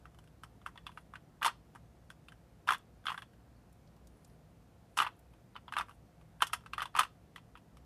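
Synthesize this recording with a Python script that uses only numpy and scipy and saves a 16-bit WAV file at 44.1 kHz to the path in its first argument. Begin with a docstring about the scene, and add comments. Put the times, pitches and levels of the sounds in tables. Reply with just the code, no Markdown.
"""A plastic puzzle cube is twisted in the hands, close to a phone microphone.
Each time the pieces catch or snap home they knock: short dying tones ring low for the hollow cube
and higher for the pieces, and bright pings and noise bursts tick for the edges. Tiny random contacts
chatter around each knock. Faces rustle in grains of noise and fingertips make short noise puffs.
A quiet room adds reflections, with steady rumble, hiss, hum and a faint whine behind."""
import sys
import numpy as np
from scipy import signal
from scipy.fft import rfft, irfft, next_fast_len
from scipy.io import wavfile
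from scipy.ndimage import uniform_filter1d

SR = 44100
rng = np.random.default_rng(int(sys.argv[2]) if len(sys.argv) > 2 else 0)


def waveform_to_disk(signal):
    """Save audio, clipped to [-1, 1], as 16-bit WAV at the path in sys.argv[1]."""
    frames = np.transpose(np.atleast_2d(signal))
    scaled = np.clip(frames, -1, 1) * 32767
    samples = np.round(scaled).astype(np.int16)
    wavfile.write(sys.argv[1], SR, samples)


N = 346185  # length of the scene in samples

# Moments when the pieces catch or snap home: (time [s], cube ring level [dB], favoured cube pitch [Hz],
# piece ring over cube [dB], favoured piece pitch [Hz], tick over cube [dB])
KNOCKS = [(0.0547, -42.5, 1324, -14.5, 2710, -18), (0.146, -57, 1150, -7, 3030, -7),
          (0.187, -52, 1000, -4.5, 3040, -4), (0.24, -63.5, 1550.0, -2, 2400.0, 3.0),
          (0.274, -64.5, 1500, 4, 2820, 1), (0.435, -37, 1286, -11, 3050, -8.5),
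          (0.6155, -54.5, 1200.0, -7, 3500, -13.5), (0.662, -29, 1300, -13.0, 2720.0, -16),
          (0.6856, -50, 1060.0, -15, 2490.0, -7), (0.7568, -47.5, 970, -11, 3440, -17.0),
          (0.7755, -44.5, 1880, -1.5, 3400.0, -11), (0.8664, -35.5, 1200.0, -0.5, 3460, -11.5),
          (0.8915, -43.5, 1010, -18.0, 3410.0, -20.5), (0.9166, -55, 1570.0, -3, 2700, -7.0),
          (0.9738, -36.5, 1275, -10.5, 2430, -16.5), (1.137, -36, 1200.0, -22.0, 3420.0, -22),
          (1.1551, -37, 1510, -8.5, 2570, -17.5), (1.4134, -40.5, 1000, -8, 3400.0, -25.5),
          (1.419, -25.5, 1200.0, -19, 2520.0, -26), (1.4282, -25.5, 1590.0, -0.5, 2520, -6),
          (1.434, -28.5, 1140, -14, 2470.0, -18), (1.4469, -17, 1210, -7.5, 3030, -10),
          (1.454, -24, 1093, -6, 3450, -3.5), (1.4604, -23, 1000, -4, 2760, -16),
          (1.4618, -18.5, 941, -9.5, 3320, -6), (1.4669, -26.0, 980.0, -6, 3560, -5),
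          (1.479, -21.5, 1200.0, -10.0, 4300, -26), (1.4953, -35.5, 1020, -9, 3300, -15),
          (1.75, -45.5, 938, -9.5, 2530, -9), (1.7578, -41, 1216, -22, 2970, -15),
          (2.102, -41, 1550, -6, 3360, -5.5), (2.2842, -48.5, 1350, 2.5, 2720.0, -6),
          (2.3206, -48, 1580.0, -9, 3030, -9), (2.674, -32.5, 1010, -5.5, 2820, -8.0),
          (2.6805, -28.5, 1180, -3.5, 3530, -15), (2.6885, -14.5, 1350, -12, 2363, -18),
          (2.7059, -17, 1230, -11, 3330, -16.5), (2.7209, -20, 1028, -10, 2720.0, -12),
          (2.734, -28.5, 1625, -5, 3330, -6.5), (2.7454, -31.5, 1580.0, -4, 3500, -14),
          (3.04, -59, 1500, -7, 3400, -17), (3.0554, -34.0, 1273, -8, 3400.0, -10.5),
          (3.067, -26, 1550, -1, 3410, -16), (3.0744, -44, 1070.0, 4, 2990, -15),
          (3.0828, -24.5, 1280, -7.5, 3220, -20), (3.094, -31, 1270.0, -5, 2720.0, -19),
          (3.1016, -28.5, 1030, -7.5, 2880, -16), (3.118, -28, 1110, -15.5, 3220, -22),
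          (3.1241, -38.5, 1096, -7, 2970, -8.0), (3.1432, -34.0, 1360.0, -13, 2280, -17),
          (3.177, -33.5, 1580.0, -7, 3450, -16), (3.189, -47, 1300, -4, 3300, -10),
          (3.2206, -40, 1630, -4, 3300, -11.5), (3.334, -61.5, 1590.0, -7, 2850.0, -7),
          (4.9714, -29.5, 1300, -6, 2950, -4.5), (4.975, -24.5, 1020, -6.5, 2820.0, -1.5),
          (4.9873, -16.5, 1270, -5, 2780, -12.5), (5.0013, -14, 1220, -8, 2945, -17),
          (5.0176, -20.0, 1095, -12, 2380.0, -15), (5.0218, -24, 1120, -9, 2750, -11),
          (5.0285, -25, 1155, -10, 3410.0, -17.5), (5.046, -29.5, 1230, -10, 3120.0, -20),
          (5.048, -32, 1230, -9, 3100, -22), (5.0648, -28, 1010, -5, 2650.0, -21),
          (5.0694, -29.5, 1200, -9, 2704, -20), (5.0879, -44, 1040, -15, 2700, -24.5),
          (5.336, -60, 960.0, -2.0, 2480.0, -6), (5.5545, -39.5, 1010, -13, 3130, -32),
          (5.5627, -35, 1200.0, -6.0, 2990.0, -23), (5.6804, -38.5, 980, -7.5, 3400, -27.5),
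          (5.7233, -30, 1230.0, -10.5, 3030, -15.0), (5.7369, -33.5, 1550.0, -5.5, 2670.0, -16),
          (5.755, -40, 1010, -12, 3100, -17), (5.7665, -20.5, 1184, -9.5, 2720.0, -22),
          (5.7776, -28, 1220.0, -12, 2800, -15.0), (5.785, -23, 1230, -8, 3550, -12),
          (5.797, -25.5, 960, -12, 2600, -19), (5.8094, -23.5, 1183, -12.5, 2490, -19),
          (5.884, -45.5, 1170, -11.5, 2450, -15), (5.8935, -45, 1160, -11, 2680.0, -10),
          (5.91, -48, 1330, -8.0, 2840, -14), (6.212, -57.5, 1160.0, -3.5, 2500, -9.0),
          (6.405, -34.5, 1560.0, -7, 2700.0, -22), (6.4209, -12.5, 1307, -6.5, 3080, -9.5),
          (6.469, -44, 1450, 4, 3370, 9.5), (6.4974, -44.5, 1220, -15, 3200.0, -19),
          (6.5321, -26, 1280, -2.0, 2715, -3), (6.5352, -25, 1240, -16, 3000, -3),
          (6.5401, -41, 1580, 2, 3150.0, -13), (6.608, -56, 970, -8, 2810.0, -11),
          (6.637, -56.0, 1340.0, -16, 2320, -13.0), (6.6611, -40, 1290, -7.5, 2650, -14),
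          (6.734, -29.5, 1200.0, -2, 2720.0, -12.5), (6.7803, -25, 1220.0, -12.5, 3400, -16.5),
          (6.7956, -30, 1400, -11.0, 2620.0, -18.0), (6.8047, -31.5, 1200.0, -2.5, 3060, -17),
          (6.8189, -24, 1180, -10.5, 3390.0, -13.5), (6.8247, -26.5, 1440, -8.0, 2720, -12),
          (6.8555, -33.5, 975, -5, 3400, -12), (6.942, -47.5, 1220.0, -13, 3980.0, -21.0),
          (6.951, -23.5, 1154, -11, 2500, -24), (6.964, -24, 1210, -6, 2600, -9.5),
          (6.9716, -24.5, 1000.0, -8, 2420, -12), (6.9795, -36, 1050, -4, 2450, -20),
          (6.988, -17.5, 1356, -8, 3380, -26), (6.9917, -11.5, 1248, -8, 3065, -8.5),
          (7.0075, -19.5, 1270, -10.5, 3630, -15), (7.0167, -30.5, 1080, -8.0, 2430, -12.5),
          (7.0323, -30, 1270, -1.5, 2780, -8.5), (7.0506, -39, 1090, -10.5, 2750.0, -13),
          (7.36, -38, 1970, -5, 3370, -8.5), (7.3802, -48, 990.0, -2.5, 2510.0, -13.5),
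          (7.5537, -42.5, 1262, -9.5, 2500, -25.5), (7.573, -53, 984, 1.5, 2660, -5.5),
          (7.7698, -52, 1200.0, -3.5, 2280, -4)]
# Tones of the hollow cube, before the palms damp them: (pitch [Hz], level [dB], time to fall 60 dB [s])
CUBE_MODES = [(876, -16, 0.04), (1000, -6, 0.033), (1200, -1.5, 0.022), (1351, -3, 0.019),
              (1580, -6.5, 0.027), (1956, -8.5, 0.032)]
# Tones of the pieces, before the palms damp them: (pitch [Hz], level [dB], time to fall 60 dB [s])
PIECE_MODES = [(2235, -11.5, 0.041), (2510, -2.5, 0.018), (2720, -4, 0.033), (3038, -4.5, 0.058),
               (3400, -2.5, 0.03), (4072, -7, .02), (4700, -6.5, 0.017)]
CUBE_FOCUS_DB, PIECE_FOCUS_DB = 17, 16  # how strongly a knock favours one mode
MODE_SCATTER_DB = 2.5  # chance strength of the other modes
BLOW_T60_S, BLOW_SPREAD = 0.015, 0.3  # the palms damp each blow; largest change as a natural-log factor
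TICK_LOW_HZ, TICK_HIGH_HZ = 8500, 11950  # range of the ping's pitch, drawn at random for each knock


def cube():
    """Every knock drives the hollow cube, the pieces and their edges at once."""
    s, cube_db, cube_hz, piece_over_db, piece_hz, tick_over_db = np.transpose(KNOCKS)
    piece_db = cube_db + piece_over_db
    ping_draw, grip = rng.random((len(s), 2)).T
    ping_hz = TICK_LOW_HZ * (TICK_HIGH_HZ / TICK_LOW_HZ) ** ping_draw
    blow_t60 = BLOW_T60_S * np.exp(BLOW_SPREAD * (2 * grip - 1))

    cube_ring = ring(CUBE_MODES, cube_hz, CUBE_FOCUS_DB, rise_s=0.00096, scatter_db=MODE_SCATTER_DB,
                     detune=0.037, blow_t60=blow_t60, linger_db=-11.5)
    piece_ring = ring(PIECE_MODES, piece_hz, PIECE_FOCUS_DB, rise_s=0.0005, scatter_db=MODE_SCATTER_DB,
                      detune=0.047, blow_t60=blow_t60, linger_db=-9.5)
    rings = gain_of(cube_db)[:, None] * cube_ring + gain_of(piece_db)[:, None] * piece_ring

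    cube_contacts = chatter(s, cube_db - 15, per_s=2500, t60=0.065, spread_db=2.0)
    cube_rattle = rattled(cube_contacts, CUBE_MODES, count=12)
    piece_contacts = chatter(s, piece_db - 12, per_s=2000, t60=0.048, spread_db=2.5)
    piece_rattle = rattled(piece_contacts, PIECE_MODES, count=12)

    knocks = placed(s, rings) + cube_rattle + piece_rattle + ticks(s, cube_db + tick_over_db, ping_hz)
    # The cube is too small to radiate bass.
    knocks = signal.sosfilt(signal.butter(3, 760, "high", fs=SR, output="sos"), knocks)
    # The jolts shake the palms, a dull thud.
    jolts = chatter(s, cube_db - 10.5, per_s=2500, t60=0.093, spread_db=4.3)
    thud = signal.sosfilt(signal.butter(2, [260, 560], "band", fs=SR, output="sos"), jolts)
    return knocks + thud


def ring(modes, favoured_hz, focus_db, rise_s, scatter_db, detune, blow_t60, linger_db):
    """One row a knock, peak 1: dying tones, weaker away from the favoured one, which the grip retunes."""
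    hz, db, t60 = np.transpose(modes)[:, None, :, None]
    octaves = np.log2(favoured_hz[:, None, None] / hz)
    nearest_index = abs(octaves).argmin(axis=1)[:, None]
    nearest = np.take_along_axis(octaves, nearest_index, 1)
    size, shift, phase = rng.standard_normal((len(favoured_hz), len(modes), 3, 1)).transpose(2, 0, 1, 3)
    away = abs(octaves - nearest)  # octaves from the favoured mode
    other = away > 0
    t = np.arange(1280) / SR

    focus_loss_db = np.minimum(focus_db * away ** 0.5, 30)
    level_db = db + scatter_db * size * other - focus_loss_db - 60 * t / t60
    pitch = hz * 2 ** (nearest + detune * shift * other)
    rows = (gain_of(level_db) * np.sin(2 * np.pi * pitch * t + 0.5 * phase)).sum(axis=1)
    # A quickly damped blow over a weaker part that lingers.
    damping = gain_of(-60 * t / blow_t60[:, None]) + gain_of(linger_db)
    rows *= (1 - np.exp(-t / rise_s)) ** 2 * damping
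    return rows / abs(signal.hilbert(rows)).max(axis=1)[:, None]


def chatter(s, db, per_s, t60, spread_db):
    """Sparse small contacts that swell just before each knock, then rebounds that die away."""
    t = np.arange(-384, 3072) / SR
    when, size, sign = rng.random((len(s), len(t), 3)).transpose(2, 0, 1)
    lead_in = gain_of(-15 + 60 * np.minimum(t, 0) / 0.028)
    rebounds = gain_of(-60 * t / t60) * np.clip(t / 0.0046, 0, 1)
    shape = np.where(t < 0, lead_in, rebounds)
    sizes = gain_of(db[:, None] - spread_db * np.log(size + 0.042)) * shape  # few large, many small
    contacts = (when < per_s / SR) * np.sign(sign - 0.5) * sizes
    return placed(s + t[0], contacts)


def rattled(train, modes, count):
    """Each small contact strikes one of several spots, each with its own blend of the modes."""
    hz = np.exp(rng.uniform(np.log(modes[0][0]), np.log(modes[-1][0]), count))
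    spots = ring(modes, hz, focus_db=9, rise_s=0.00034, scatter_db=2.7, detune=0.046,
                 blow_t60=np.full(count, 0.012), linger_db=-8.0)
    spot = rng.integers(0, count, N)
    return sum(signal.oaconvolve(train * (spot == k), spots[k])[:N] for k in range(count))


# Colour of the edges' bursts and crackle: (pitch [Hz], level [dB])
EDGE_COLOUR = [(2500, -39), (4200, -7), (5400, 1), (6800, -4.5), (9000, -1), (11000, -3), (12500, -9.5),
               (15200, -16)]


def ticks(s, db, hz):
    """Edges meet in a ping and a burst of a few milliseconds, with a fine crackle."""
    t = np.arange(512) / SR
    rise = gain_of(db[:, None]) * (1 - np.exp(-t / 0.00041)) ** 2
    pings = rise * gain_of(2.5 - 60 * t / 0.0048) * np.sin(2 * np.pi * hz[:, None] * t)
    bursts = rise * gain_of(4.0 - 60 * t / 0.01) * rng.standard_normal((len(s), len(t)))
    crackle = chatter(s, db - 7, per_s=10000, t60=0.067, spread_db=6.0)
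    return placed(s, pings) + coloured(placed(s, bursts) + crackle, EDGE_COLOUR)


# Fingertips lifting off or brushing an edge, with no knock; level is before the rise and decay:
# (time [s], level [dB], centre pitch [Hz], spread [octaves])
TOUCHES = [(2.7803, -55, 8800, 0.73), (3.565, -66.5, 4500, .1), (3.726, -61.5, 9600, 0.73),
           (3.873, -61.5, 4170, 0.43), (3.964, -65, 5000, 2), (3.967, -59, 800, .4),
           (4.0708, -55, 6400, 1.1), (4.17, -71, 10500, .2), (4.246, -54, 5840, 0.92),
           (4.276, -66, 11500, .25), (4.297, -66, 4500, .4), (5.165, -69, 10600, .15),
           (5.191, -57, 12500, 0.97), (5.546, -61.5, 3500, .4)]
TOUCH_RISE_S, TOUCH_T60_S = 0.0014, 0.027


def touches():
    """Short dry puffs of noise while the hands shift their hold, each in its own band."""
    s, db, hz, spread = np.transpose(TOUCHES)[:, :, None]
    t = np.arange(1024) / SR
    f = np.fft.rfftfreq(1024, 1 / SR) + 1  # the 1 avoids the logarithm of zero
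    band = np.exp(-(np.log2(f / hz) / spread) ** 2)
    noise = irfft(rfft(rng.standard_normal((len(s), len(t)))) * band)
    noise /= noise.std(axis=1)[:, None]
    envelope = gain_of(db - 60 * t / TOUCH_T60_S) * (1 - np.exp(-t / TOUCH_RISE_S))
    return placed(s[:, 0], envelope * noise)


# Faces sliding under the fingers; level is what the swell climbs to, before the fades at both ends:
# (start time [s], length [s], level [dB])
SLIDES = [(.85, 0.19, -75), (3.14, .08, -68), (4.0, .4, -80), (4.88, 0.19, -76), (5.84, 0.14, -75.5),
          (6.384, 0.062, -68.5), (6.911, .07, -80)]
# Colour of the rustle: (pitch [Hz], level [dB])
SLIDE_COLOUR = [(500, -20.5), (1200, -7), (3000, -1.5), (6000, -14.5), (10000, 5.5), (15000, -18.5)]
SLIDE_SWELL_DB = 10.5  # a stroke swells by this much as it gathers speed


def slide():
    """Fine grains of friction, smooth plastic on plastic and skin."""
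    grain_size = gain_of(2.6 * np.minimum(rng.exponential(1, N), 4))
    grains = grain_size * rng.standard_normal(N) * (rng.random(N) < 6000 / SR)  # about 6000 a second
    level = np.zeros(N)
    for start, length, db in SLIDES:
        at = np.arange(round(start * SR), round((start + length) * SR))
        swell = gain_of(db + SLIDE_SWELL_DB * np.linspace(-1, 0, len(at)))
        level[at] = swell * signal.windows.tukey(len(at), 0.5)
    return level * evened(coloured(grains, SLIDE_COLOUR))


# How fast the room's reflections die: (pitch [Hz], time to fall 60 dB [s])
ROOM_DECAY = [(700, 0.18), (1800, .16), (4800, 0.23), (13000, 0.12)]


def room(x):
    """Sparse reflections of random sign, each band dying at its own speed."""
    taps = np.zeros(SR // 2)
    at = np.arange(200, len(taps) - 20, 20)
    at_random = at + rng.integers(0, 20, len(at))
    taps[at_random] = rng.choice([-1., 1.], len(at))
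    hz, t, z = signal.stft(taps, SR, nperseg=128)
    decay = gain_of(-60 * t / read(ROOM_DECAY, hz)[:, None])
    tail = signal.istft(z * decay, SR, nperseg=128)[1]
    return signal.fftconvolve(x, tail / np.linalg.norm(tail))[:N]


# Colour of the room's rumble and hiss, relative: (pitch [Hz], level [dB per Hz])
AIR_COLOUR = [(25, -21), (48, -9), (170, -7), (360, -15.5), (400, -18.5), (480, -15.5), (700, -20.5),
              (1380, -27.5), (3000, -36), (9300, -42.5), (13000, -43), (15500, -50.5)]
AIR_DB = -63  # rms level


def air():
    """Steady rumble and hiss: coloured noise with slight drifting patches."""
    frames, hz = N // 512 + 5, np.fft.rfftfreq(2048, 1 / SR)
    a, b, patches = rng.standard_normal((frames, 1025, 3)).T
    patches = evened(uniform_filter1d(uniform_filter1d(patches, 14, 0), 10, 1))
    z = (a + 1j * b) * gain_of(read(AIR_COLOUR, hz)[:, None] + 0.57 * patches)
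    noise = signal.istft(z, nperseg=2048, noverlap=1536)[1][:N]
    return gain_of(AIR_DB) * evened(noise)


# Fuzzy tones of distant appliances: (pitch [Hz], width [Hz], rms level [dB])
HUM_TONES = [(59, 17, -65), (100.6, 5.6, -75), (117.3, 7.1, -71), (160.3, 9, -70), (701, 64, -79)]
WHINE_HZ, WHINE_DB = 9001, -97  # faint steady tone of electronics, rms level


def hum():
    """Distant appliances hum as noise in narrow resonances; electronics whine as a pure tone."""
    hz, noise = np.fft.rfftfreq(N, 1 / SR), rfft(rng.standard_normal(N))
    tones = np.zeros(N)
    for f, width, db in HUM_TONES:
        resonance = 1 / (1 + (2 * (hz - f) / width) ** 2)
        tones += gain_of(db) * evened(irfft(noise * resonance, N))
    whine = np.sqrt(2) * np.sin(2 * np.pi * WHINE_HZ * np.arange(N) / SR)
    return tones + gain_of(WHINE_DB) * whine


def gain_of(db):
    """Turns decibels into a gain."""
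    return 10 ** (np.asarray(db) / 20)


def evened(x):
    """Scales to rms 1."""
    return x / np.sqrt(np.mean(x ** 2) + 1e-20)


def read(points, hz):
    """Reads a table between its points, over log frequency."""
    f, value = np.transpose(points)
    return np.interp(np.log(hz + 1), np.log(f + 1), value)


def coloured(x, points):
    """Filters by a table of (pitch [Hz], level [dB])."""
    size = next_fast_len(len(x))
    gain = gain_of(read(points, np.fft.rfftfreq(size, 1 / SR)))
    return irfft(rfft(x, size) * gain, size)[:len(x)]


def placed(s, rows):
    """Mixes each row in at its time in seconds."""
    out = np.zeros(N + rows.shape[1])
    start = np.round(s * SR).astype(int)[:, None]
    np.add.at(out, start + np.arange(rows.shape[1]), rows)
    return out[:N]


def scene():
    """The cube and hands, their reflections in the room, and the background."""
    near = cube() + touches() + slide()
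    reflections = gain_of(-18.5) * room(near)
    return (near + reflections + air() + hum())[None]


EDGE_HZ = 15350  # upper band limit of the recorder


def record(dry):
    """The microphone drops the deepest bass; then the recorder limits the band."""
    thin = signal.sosfilt(signal.butter(3, 42, "high", fs=SR, output="sos"), dry)
    band_limit = signal.firwin(511, EDGE_HZ, window=("kaiser", 9), fs=SR)
    return signal.oaconvolve(thin, band_limit[None], "same")


dry = scene()
out = record(dry)
waveform_to_disk(out)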